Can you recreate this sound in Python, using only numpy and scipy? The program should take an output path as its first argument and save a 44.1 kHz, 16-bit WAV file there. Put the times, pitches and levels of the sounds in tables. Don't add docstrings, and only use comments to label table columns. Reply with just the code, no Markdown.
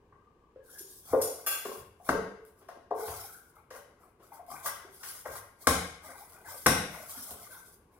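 import sys
import numpy as np
from scipy import signal
from scipy.fft import rfft, irfft
from scipy.io import wavfile
from scipy.ndimage import uniform_filter1d

SR = 44100
rng = np.random.default_rng(int(sys.argv[2]) if len(sys.argv) > 2 else 0)


def wav_record(signal):
    frames = np.transpose(np.atleast_2d(signal))
    bounded = np.clip(frames, -1, 1)
    quanta = np.round(bounded * 32767).astype(np.int16)
    wavfile.write(sys.argv[1], SR, quanta)


N = 352359
T = np.arange(N) / SR
RING = T[:SR]


def undb(db):
    return 10 ** (np.asarray(db) / 20)


def unit(x):
    return x / np.sqrt(np.mean(x ** 2))


def unit_hit(x):
    return x / np.sqrt(np.sum(x ** 2) / (.03 * SR))


def fade(t60_s):
    return np.exp(-np.log(1000) * RING / t60_s)


def onset(rise_s):
    return 1 - np.exp(-RING / rise_s)


def colour(x, points):
    hz, db = np.transpose(points)
    f = np.fft.rfftfreq(x.shape[-1], 1 / SR)
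    gain = undb(np.interp(np.log(f + 1), np.log(hz), db))
    return irfft(rfft(x) * gain, x.shape[-1])


def cut(x, hz, kind, order=3):
    sos = signal.butter(order, min(hz, .45 * SR), kind, fs=SR, output="sos")
    return signal.sosfilt(sos, x)


def slow_noise(rate_hz):
    k = int(SR / rate_hz)
    steps = np.repeat(rng.standard_normal(N // k + 1), k)
    return unit(uniform_filter1d(steps, k)[:N])


def diffuse(size, apart_hz=1500):
    mid, side = rfft(rng.standard_normal((2, size)))
    angle = np.pi / 4 * np.tanh(np.fft.rfftfreq(size, 1 / SR) / apart_hz + .05)
    return irfft(np.cos(angle) * mid + np.sin(angle) * np.array([side, -side]), size)


def ports(x, lag_s=.00009):
    return np.array([np.interp(T - lag_s, T, x), x])


def add(track, s, sound):
    i = int(s * SR)
    track[..., i:i + sound.shape[-1]] += sound[..., :track.shape[-1] - i]


def even(x, size=50):
    spectrum = rfft(x)
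    power = uniform_filter1d(abs(spectrum) ** 2, size=size)
    return irfft(spectrum / np.sqrt(power), x.shape[-1])


def burst(points, decay_s):
    noise = even(rng.standard_normal(len(RING)) * fade(decay_s))
    return colour(noise, points) * fade(4 * decay_s)


def bounces(gap_s, loss_db, t60_s, count=7):
    out, start_s, size = np.zeros(len(RING)), 0, 1
    for k, (gap, strength) in enumerate(rng.random((count, 2))):
        add(out, start_s, size * fade(t60_s))
        start_s += gap_s * (.5 + gap)
        size = undb(loss_db * (k + 2)) * (.5 + strength)
    return out


def rattle(points, contact):
    noise = even(rng.standard_normal(len(RING)) * contact)
    return colour(noise, points) * np.clip(2 - 10 * RING, 0, 1)


def ring(modes, weights, spread_s, bend=0, bend_s=0.085):
    out = 0
    for (hz, db, t60_s), weight in zip(modes, weights):
        age_s = np.maximum(RING[:SR // 2] - spread_s * rng.random(), 0)
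        shift_s = bend * rng.uniform(-1.08, 1) * bend_s * (1 - np.exp(-age_s / bend_s))
        tone = np.sin(2 * np.pi * hz * (age_s + shift_s))
        decay = np.exp(-np.log(1000) * age_s / t60_s)
        out = out + weight * undb(db) / np.sqrt(t60_s) * tone * decay
    return np.pad(out, (0, len(RING) - len(out)))


def wander(x, depth_db, width_hz, hold_s, size=512):
    spectra = signal.stft(x, nperseg=size)[2]
    field = rng.standard_normal(spectra.shape[-2:])
    for axis, cells in enumerate([width_hz * size / SR, hold_s * 2 * SR / size]):
        bell = np.exp(-(np.arange(-20, 21) / cells * 2) ** 2)
        field = np.apply_along_axis(np.convolve, axis, field, bell, "same")
    gain = undb(depth_db * np.tanh(unit(field) / 2) * 2)
    return unit(signal.istft(spectra * gain, nperseg=size)[1][..., :N])


def quiet_kitchen(level_db=-65):
    # (frequency [Hz], density [dB])
    background_points = [(15, -49.5), (25, -8.5), (76, -1), (145, -7), (185, -9), (326, -8.5), (439, -4),
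                         (659, -18), (1160, -12), (1370, -32), (1560, -20.5), (1840, -28.5), (2910, -29.5),
                         (3340, -35), (16000, -46.5)]
    noise = unit(colour(diffuse(N), background_points))
    return undb(level_db) * noise * undb(.5 * slow_noise(4.2))


def kitchen(x, first_wall_s=0.00037):
    # (frequency [Hz], t60 [s], reverberant energy relative to direct [dB])
    room_bands = [(70.4, 0.57, -0.5), (196, 0.57, -9), (490, 0.54, -8.5), (1470, 0.61, -8.5),
                  (2800, 0.7, -0.5), (5350, 0.56, -5), (10400, 0.46, -1.5), (16000, 0.34, -6)]
    hz, t60_s, wet_db = np.transpose(room_bands)
    noise = rfft(diffuse(len(RING)))
    f = np.log(np.fft.rfftfreq(len(RING), 1 / SR) + 1)
    tail = 0
    for band, band_t60_s in zip(np.eye(len(hz)), t60_s):
        tail = tail + irfft(noise * np.interp(f, np.log(hz), band)) * fade(band_t60_s)
    tail = colour(even(tail), list(zip(hz, wet_db)))
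    tail *= np.clip(RING / first_wall_s - .5, 0, 1) * np.clip(4 * (1 - RING), 0, 1)
    return signal.fftconvolve(np.atleast_2d(x), tail, axes=1)[:, :N]


def squeaks(waver=0.05, flutter_db=6):
    # (time [s], length [s], start pitch [Hz], end pitch [Hz], level [dB])
    squeak_events = [(0.208, 0.079, 1183, 1223, -62.5), (.41, 0.044, 1155, 1114, -61),
                     (0.585, 0.16, 1600, 1555, -61), (0.724, 0.058, 1560, 1645, -52.5),
                     (3.241, 0.082, 1540, 1400, -51), (3.336, 0.032, 1383, 1480, -48.5),
                     (6.451, 0.043, 1635, 1570, -44.5), (7.5, 0.059, 1507, 1575, -46.5)]
    out, drift, flutter = np.zeros(N), slow_noise(260), undb(flutter_db * slow_noise(70))
    for s, length_s, start_hz, end_hz, db in squeak_events:
        span = slice(int(s * SR), int((s + length_s) * SR))
        u = np.linspace(0, 1, len(T[span]))
        hz = (start_hz + (end_hz - start_hz) * u) * (1 + waver * drift[span])
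        tone = np.sin(2 * np.pi * np.cumsum(hz) / SR)
        add(out, s, undb(db) * unit(tone * np.sin(np.pi * u) * flutter[span]))
    return out


def ladle(chatter_db=-7.5, chatter_t60_s=0.0095, spread_s=0.011, push_s=0.00071, count=10):
    # (time [s], level [dB], part that touches, nominal t60 [s])
    touches = [(0.783, -40, "handle", 0.022), (1.214, -26.5, "handle", 0.026), (1.463, -22.5, "cup", 0.12),
               (1.512, -29.5, "cup", 0.087)]
    clusters = {"handle": [(2060, 390, -23), (2730, 120, -28.5), (3570, 600, -19.5), (4050, 120, -24),
                (4750, 160, -13), (5170, 300, -6.5), (5670, 200, -8), (5760, 160, -12), (6820, 290, -7.5),
                (7200, 350, -18), (8200, 160, -14.5), (8250, 60, -13), (9170, 310, -1), (9900, 150, -8),
                (10700, 320, -2.5), (11750, 550, -0.5), (12700, 600, -4.5), (13050, 200, -18),
                (13400, 450, -5), (15660, 120, -16)], "cup": [(477, 450, -3.5), (822, 230, -7.5),
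                (1163, 49, -4.5), (1294, 150, -6.5), (1576, 62, 0.5), (2040, 310, -10.5),
                (2350, 300, -12.5), (2744, 290, -8), (3395, 360, -7.5), (4210, 200, -9.5), (4900, 290, -8),
                (5200, 370, -10), (5647, 130, -7), (6600, 520, -9), (7080, 410, -7.5), (7760, 270, -15),
                (8450, 250, -15), (9330, 580, -3), (10170, 44, -4), (10550, 700, -7), (11100, 330, -12),
                (12900, 1000, -1.5), (13715, 60, 2), (13600, 960, -2.5), (14550, 500, -2.5),
                (15550, 300, -15)]}
    # (frequency [Hz], level [dB])
    chatter_points = [(1000, 1.5), (4000, -13), (13500, 12), (15500, -9)]
    out = np.zeros(N)
    for s, db, part, t60_s in touches:
        modes = []
        for centre_hz, width_hz, mode_db in clusters[part]:
            for k in range(count):
                hz = centre_hz + width_hz * ((k + rng.random()) / count - .5)
                modes.append((hz, mode_db, t60_s * (.5 + rng.random())))
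        contact = bounces(gap_s=.009, loss_db=-5, t60_s=chatter_t60_s)
        tones = unit_hit(ring(modes, np.ones(len(modes)), spread_s))
        clink = tones + undb(chatter_db) * unit_hit(rattle(chatter_points, contact))
        lowest_hz = clusters[part][0][0]
        add(out, s, undb(db) * unit_hit(cut(clink * onset(push_s), lowest_hz, "high")))
    return out


def stroke_strength(length_s, attack_s, ease_db_per_s, release_db_per_s):
    age_s = RING - attack_s
    hold_db = ease_db_per_s * np.clip(age_s, 0, length_s)
    release_db = release_db_per_s * np.maximum(age_s - length_s, 0)
    return np.minimum(RING / attack_s, 1) ** 2 * undb(-hold_db - release_db)


def dough_slips(per_s=900, cycles=8, scatter_db=3.5, glide=0.088):
    out = np.zeros(N)
    for when, pitch, size, bend in rng.random((int(per_s * N / SR), 4)):
        hz = 80 + 2400 * pitch
        age = RING[:int(4 * cycles / hz * SR)] * hz / cycles
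        chirp = np.sin(2 * np.pi * cycles * age * (1 + glide * (bend - .5) * age)) * np.sqrt(hz)
        strength = undb(-scatter_db * np.log(size + 0.015))
        add(out, when * T[-1], strength * age * np.exp(-age * 2) * chirp)
    return out


def rubbing(grain_db=1, slip_db=2, hiss_gain_db=1, crackle_per_s=320, crackle_scatter_db=3.0, crackle_db=-7.5):
    # (time at full speed [s], length [s], skin hiss [dB], dough drag [dB])
    strokes = [(0.677, 0.04, -62, -78.5), (0.744, 0.04, -54.5, -69.5), (0.807, 0.012, -60, -73),
               (0.909, 0.098, -52.5, -88.5), (1.081, 0.23, -54, -58.5), (1.13, 0.17, -63, -45),
               (1.393, 0.2, -59, -56), (1.666, 0.13, -50.5, -57.5), (2.02, 0.076, -69.5, -93),
               (2.096, 0.0061, -44.5, -40.5), (2.478, 0.0049, -68, -82), (2.59, 0.063, -70.5, -67),
               (3, 0.062, -47, -46.5), (3.108, 0.15, -43.5, -47), (3.297, 0.072, -57.5, -78),
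               (3.421, 0.078, -68, -76.5), (3.572, 0.015, -72, -58.5), (3.757, 0.015, -52.5, -48.5),
               (3.905, 0.022, -102.5, -64), (4.02, 0.052, -71.5, -60), (4.239, 0.031, -63, -61),
               (4.344, 0.028, -60.5, -54), (4.521, 0.026, -48.5, -50.5), (4.544, 0.07, -61.5, -48),
               (4.671, 0.0059, -35, -40), (4.813, 0.086, -82, -55.5), (4.945, 0.048, -59, -68.5),
               (5.043, 0.16, -46, -52), (5.282, 0.054, -50.5, -45.5), (5.367, 0.021, -48.5, -68),
               (5.626, 0.1, -55.5, -56), (6.059, 0.15, -54.5, -46), (6.242, 0.095, -59.5, -63),
               (6.346, 0.083, -67, -55), (6.489, 0.056, -45.5, -45), (6.598, 0.065, -52, -77.5),
               (6.935, 0.11, -49.5, -44.5), (7.106, 0.13, -44.5, -52.5), (7.29, 0.052, -48.5, -54),
               (7.417, 0.058, -52.5, -55.5), (7.524, 0.076, -53.5, -51.5), (7.662, 0.064, -58, -72),
               (7.947, 0.036, -70, -64.5)]
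    # (frequency [Hz], level [dB])
    hiss_points = [(1300, -36), (2200, -29.5), (2700, -17.5), (3300, -3), (4300, -2), (5300, 3),
                   (7000, 0.5), (8500, 4), (10500, 8.5), (12500, 4.5), (14700, 6.5), (16000, 0.5)]
    # (frequency [Hz], level [dB])
    drag_points = [(60, 2), (120, -17.5), (260, -13), (400, -17.5), (530, -6), (740, 0), (900, -3),
                   (1060, -1), (1250, -3), (1540, -4.5), (1780, -22), (2050, -7), (2500, -18.5),
                   (3400, -22.5)]
    hiss_attack_s, hiss_ease_db_per_s, hiss_release_db_per_s = 0.067, 9, 281
    drag_attack_s, drag_ease_db_per_s, drag_release_db_per_s = 0.068, 41.5, 303.5
    hiss_level, drag_level = np.zeros(N), np.zeros(N)
    for s, length_s, hiss_db, drag_db in strokes:
        palm = stroke_strength(length_s, hiss_attack_s, hiss_ease_db_per_s, hiss_release_db_per_s)
        lump = stroke_strength(length_s, drag_attack_s, drag_ease_db_per_s, drag_release_db_per_s)
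        add(hiss_level, s - hiss_attack_s, undb(hiss_db) * palm)
        add(drag_level, s - drag_attack_s, undb(drag_db) * lump)
    skin = unit(diffuse(N) * undb(grain_db * slow_noise(1500)))
    ticks = rng.random(N) < crackle_per_s / SR
    crackle = unit(ticks * undb(crackle_scatter_db * rng.standard_normal(N)))
    friction = (skin + undb(crackle_db) * ports(crackle)) * undb(slip_db * slow_noise(49))
    hiss = wander(colour(friction, hiss_points), depth_db=4.5, width_hz=160, hold_s=0.049)
    drag = wander(colour(dough_slips(), drag_points), depth_db=4.5, width_hz=140, hold_s=0.04)
    return hiss * hiss_level * undb(hiss_gain_db), drag * drag_level


def thumps_and_snaps(thump_decay_s=0.22, thump_rise_s=0.003, snap_gap_s=0.0045, snap_loss_db=-3.5, snap_t60_s=0.0078):
    # (time [s], level [dB])
    thump_events = [(1.105, -42), (1.79, -51.5), (3.079, -44.5), (5.279, -48)]
    # (frequency [Hz], level [dB])
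    thump_points = [(40, -23.5), (75, -1.5), (115, 3.5), (170, -13), (300, -21), (800, -60)]
    # (time [s], level [dB])
    snap_events = [(2.451, -55.5), (2.612, -65), (2.688, -57), (3.081, -49), (3.555, -59.5), (3.748, -54),
                   (4.465, -57.5), (4.505, -57), (4.925, -61.5), (5.06, -51), (5.354, -46), (6.205, -54.5),
                   (6.299, -51.5), (6.322, -51.5), (6.415, -56.5), (6.549, -46), (7.096, -42), (7.308, -37)]
    # (frequency [Hz], level [dB])
    snap_points = [(600, -27.5), (1500, -3.5), (2300, -8.5), (3300, 0.5), (6000, -6), (10500, 6.5),
                   (15000, 5)]
    thumps, snaps = np.zeros(N), np.zeros(N)
    for s, db in thump_events:
        add(thumps, s, undb(db) * unit_hit(burst(thump_points, thump_decay_s) * onset(thump_rise_s)))
    for s, db in snap_events:
        contact = bounces(snap_gap_s, snap_loss_db, snap_t60_s)
        add(snaps, s, undb(db) * unit_hit(rattle(snap_points, contact)))
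    return thumps, snaps


def slams(clap_gap_s=0.0016, clap_loss_db=-2.0, clap_t60_s=0.014,
          rock_after_s=0.02, rock_gap_s=0.016, rock_loss_db=-2, rock_db=-12,
          thud_decay_s=0.21, thud_rise_s=0.0026):
    # (time [s], clap [dB], thud [dB])
    slam_events = [(2.0903, -18.5, -28), (5.67, -14, -20.5), (6.6616, -13.5, -16)]
    # (frequency [Hz], level [dB])
    clap_points = [(200, -11), (480, 1), (850, -28), (1075, 11.5), (1260, -2), (1450, 2), (1580, 8.5),
                   (1730, -17.5), (1920, -7.5), (2170, -8), (2400, -27.5), (6000, -22), (15000, -36)]
    # (frequency [Hz], level [dB])
    thud_points = [(45, -31), (62, -7.5), (78, 2), (115, -6.5), (155, -4), (195, 7.5), (300, -5.5),
                   (480, -1.5), (800, -4.5), (2000, -47.5)]
    clap, thud = np.zeros(N), np.zeros(N)
    for s, clap_db, thud_db in slam_events:
        contact = bounces(clap_gap_s, clap_loss_db, clap_t60_s)
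        rocking = bounces(rock_gap_s, rock_loss_db, clap_t60_s)
        add(contact, rock_after_s, undb(rock_db) * rocking)
        add(clap, s, undb(clap_db) * unit_hit(rattle(clap_points, contact)))
        add(thud, s, undb(thud_db) * unit_hit(burst(thud_points, thud_decay_s) * onset(thud_rise_s)))
    return clap, cut(thud, 62, "high", order=4)


def bowl(crack_decay_s=0.032, spread_s=0.007066, place_width=0.14, push_cycles=4,
         crack_reach=3.5, detune=0.0053, lowest_hz=58, flex=0.007):
    # (time [s], level [dB], lowest driven [Hz], highest driven [Hz],
    #         favoured by the place struck [Hz], its boost [dB], contact crack relative to body [dB])
    blows = [(.121, -53.5, 880, 1660, 1074, 6, -35), (.555, -41.5, 340, 570, 497, 25, -24),
             (.80, -44, 258, 430, 383, 17, -42), (1.129, -13.5, 326, 980, 520, 16.5, -64),
             (1.143, -17.5, 437, 885, 504, 17.5, -63), (1.65, -29, 304, 1340, 399, 11.5, -15),
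             (1.677, -34.5, 292, 640, 422, 9, -45), (1.712, -39.5, 500, 1300, 1150, 24, -30),
             (1.75, -49, 390, 1390, 1080, 18, -24), (1.832, -66, 330, 560, 438, 15, -45),
             (1.996, -48.5, 495, 880, 735, 13, -69), (2.0887, -17.5, 170, 1500, 647, 8.5, -18),
             (2.146, -22, 337, 530, 445, 22, -50), (2.30, -41, 364, 540, 450, 24, -48),
             (2.385, -45, 360, 540, 445, 26, -52.5), (2.612, -50.5, 335, 1000, 386, 9, -11.5),
             (2.684, -38, 536, 1740, 660, 11.5, -16), (2.76, -48, 306, 850, 340, -5, -39),
             (2.906, -23, 500, 935, 690, 10, -32.5), (2.909, -27.5, 355, 600, 447, 27, -57),
             (2.985, -29, 393, 550, 446, 27, -46), (3.078, -34, 467, 1400, 704, 5, -13),
             (3.703, -40, 430, 1990, 515, 14, -9.5), (3.747, -42.5, 420, 1880, 596, 12, -15),
             (4.194, -51.5, 324, 905, 400, 6.5, -12), (4.316, -43, 690, 1140, 850, 25, -41),
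             (4.389, -41, 630, 1140, 720, 19, -30), (4.477, -44, 610, 905, 690, 23, -35),
             (4.51, -41, 600, 1400, 770, 22, -37), (4.658, -30, 700, 2000, 1230, 10.5, -6),
             (4.84, -46, 298, 700, 377, 24, -42), (5.03, -41.5, 830, 2400, 1600, 9, 0),
             (5.254, -31.5, 510, 2090, 540, 10, -22), (5.351, -38.5, 704, 2020, 1080, 4, -15.5),
             (5.6706, -20.5, 166, 2680, 1590, -3, 1), (6.6637, -20, 174, 2800, 1100, 0.5, 3),
             (7.165, -47, 198, 344, 248.6, 39, 1), (7.306, -41.5, 86.5, 1050, 686, 8.5, -22.5)]
    # (nominal frequency [Hz], energy [dB], t60 [s])
    bowl_modes = [(80, -6, 0.18), (109, -8, 0.17), (195, 0.5, 0.068), (221, -3, 0.068), (280.7, -1, 0.06),
                  (385, -2, 0.09), (444.2, -0.5, 0.081), (517, -2.5, 0.054), (571, -5, 0.18),
                  (657.3, -9, 0.18), (707.4, -4, 0.08), (790.6, -8, 0.1), (904, -6.5, 0.06),
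                  (1082, 3.5, 0.026), (1173, -4, 0.036), (1342, -10.5, 0.086), (1430, -4.5, 0.06),
                  (1590, -1, 0.039), (1924, -4, 0.03), (2086, -7, 0.067)]
    # (frequency [Hz], level [dB])
    crack_points = [(300, -20.5), (1500, 8), (2200, -4), (2500, -3.5), (3100, -2), (4400, -5), (5600, 3),
                    (7200, -4), (10200, 2.5), (13000, 2.5), (16000, 8.5)]
    out = np.zeros(N)
    for s, db, low_hz, high_hz, place_hz, place_db, crack_db in blows:
        softness = undb(-.4 * (db + 25.0))
        push = onset(push_cycles / high_hz * softness)
        modes = np.array(bowl_modes, float)
        nearness = np.exp(-(np.log(modes[:, 0] / place_hz) / place_width) ** 2)
        weights = undb(place_db * nearness)
        modes[:, 0] *= 1 + detune * rng.uniform(-0.33, 1, len(modes))
        body = cut(ring(modes, weights, spread_s, flex), low_hz, "high")
        body = cut(body, high_hz, "low", order=4)
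        crack = cut(burst(crack_points, crack_decay_s * softness), crack_reach * high_hz, "low", order=2)
        add(out, s, undb(db) * (unit_hit(body * push) + undb(crack_db) * unit_hit(crack * push)))
    return cut(out, lowest_hz, "high", order=4)


def scene():
    # (frequency [Hz], left minus right [dB])
    facing = [(100, -0.5), (250, -0.5), (560, 1.5), (1100, 7), (1800, 6), (4000, 2), (8000, 5),
              (13000, -0.4)]
    hiss, drag = rubbing()
    clap, thud = slams()
    thumps, snaps = thumps_and_snaps()
    body = bowl() + ladle() + squeaks() + thud + thumps
    near = undb(-9.5) * (body + clap) + undb(-3.0) * drag + undb(-10) * snaps
    direct = ports(near) + hiss
    walls = kitchen(body + undb(-7.0) * clap + drag + undb(-5.0) * (hiss + snaps))
    left, right = direct + walls + quiet_kitchen()
    left = colour(left, [(hz, db / 2) for hz, db in facing])
    right = colour(right, [(hz, -db / 2) for hz, db in facing])
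    return np.array([left, right])


def record(dry, top_hz=15850):
    return signal.sosfilt(signal.ellip(10, .2, 80, top_hz, fs=SR, output="sos"), dry)


dry = scene()
out = record(dry)
wav_record(out)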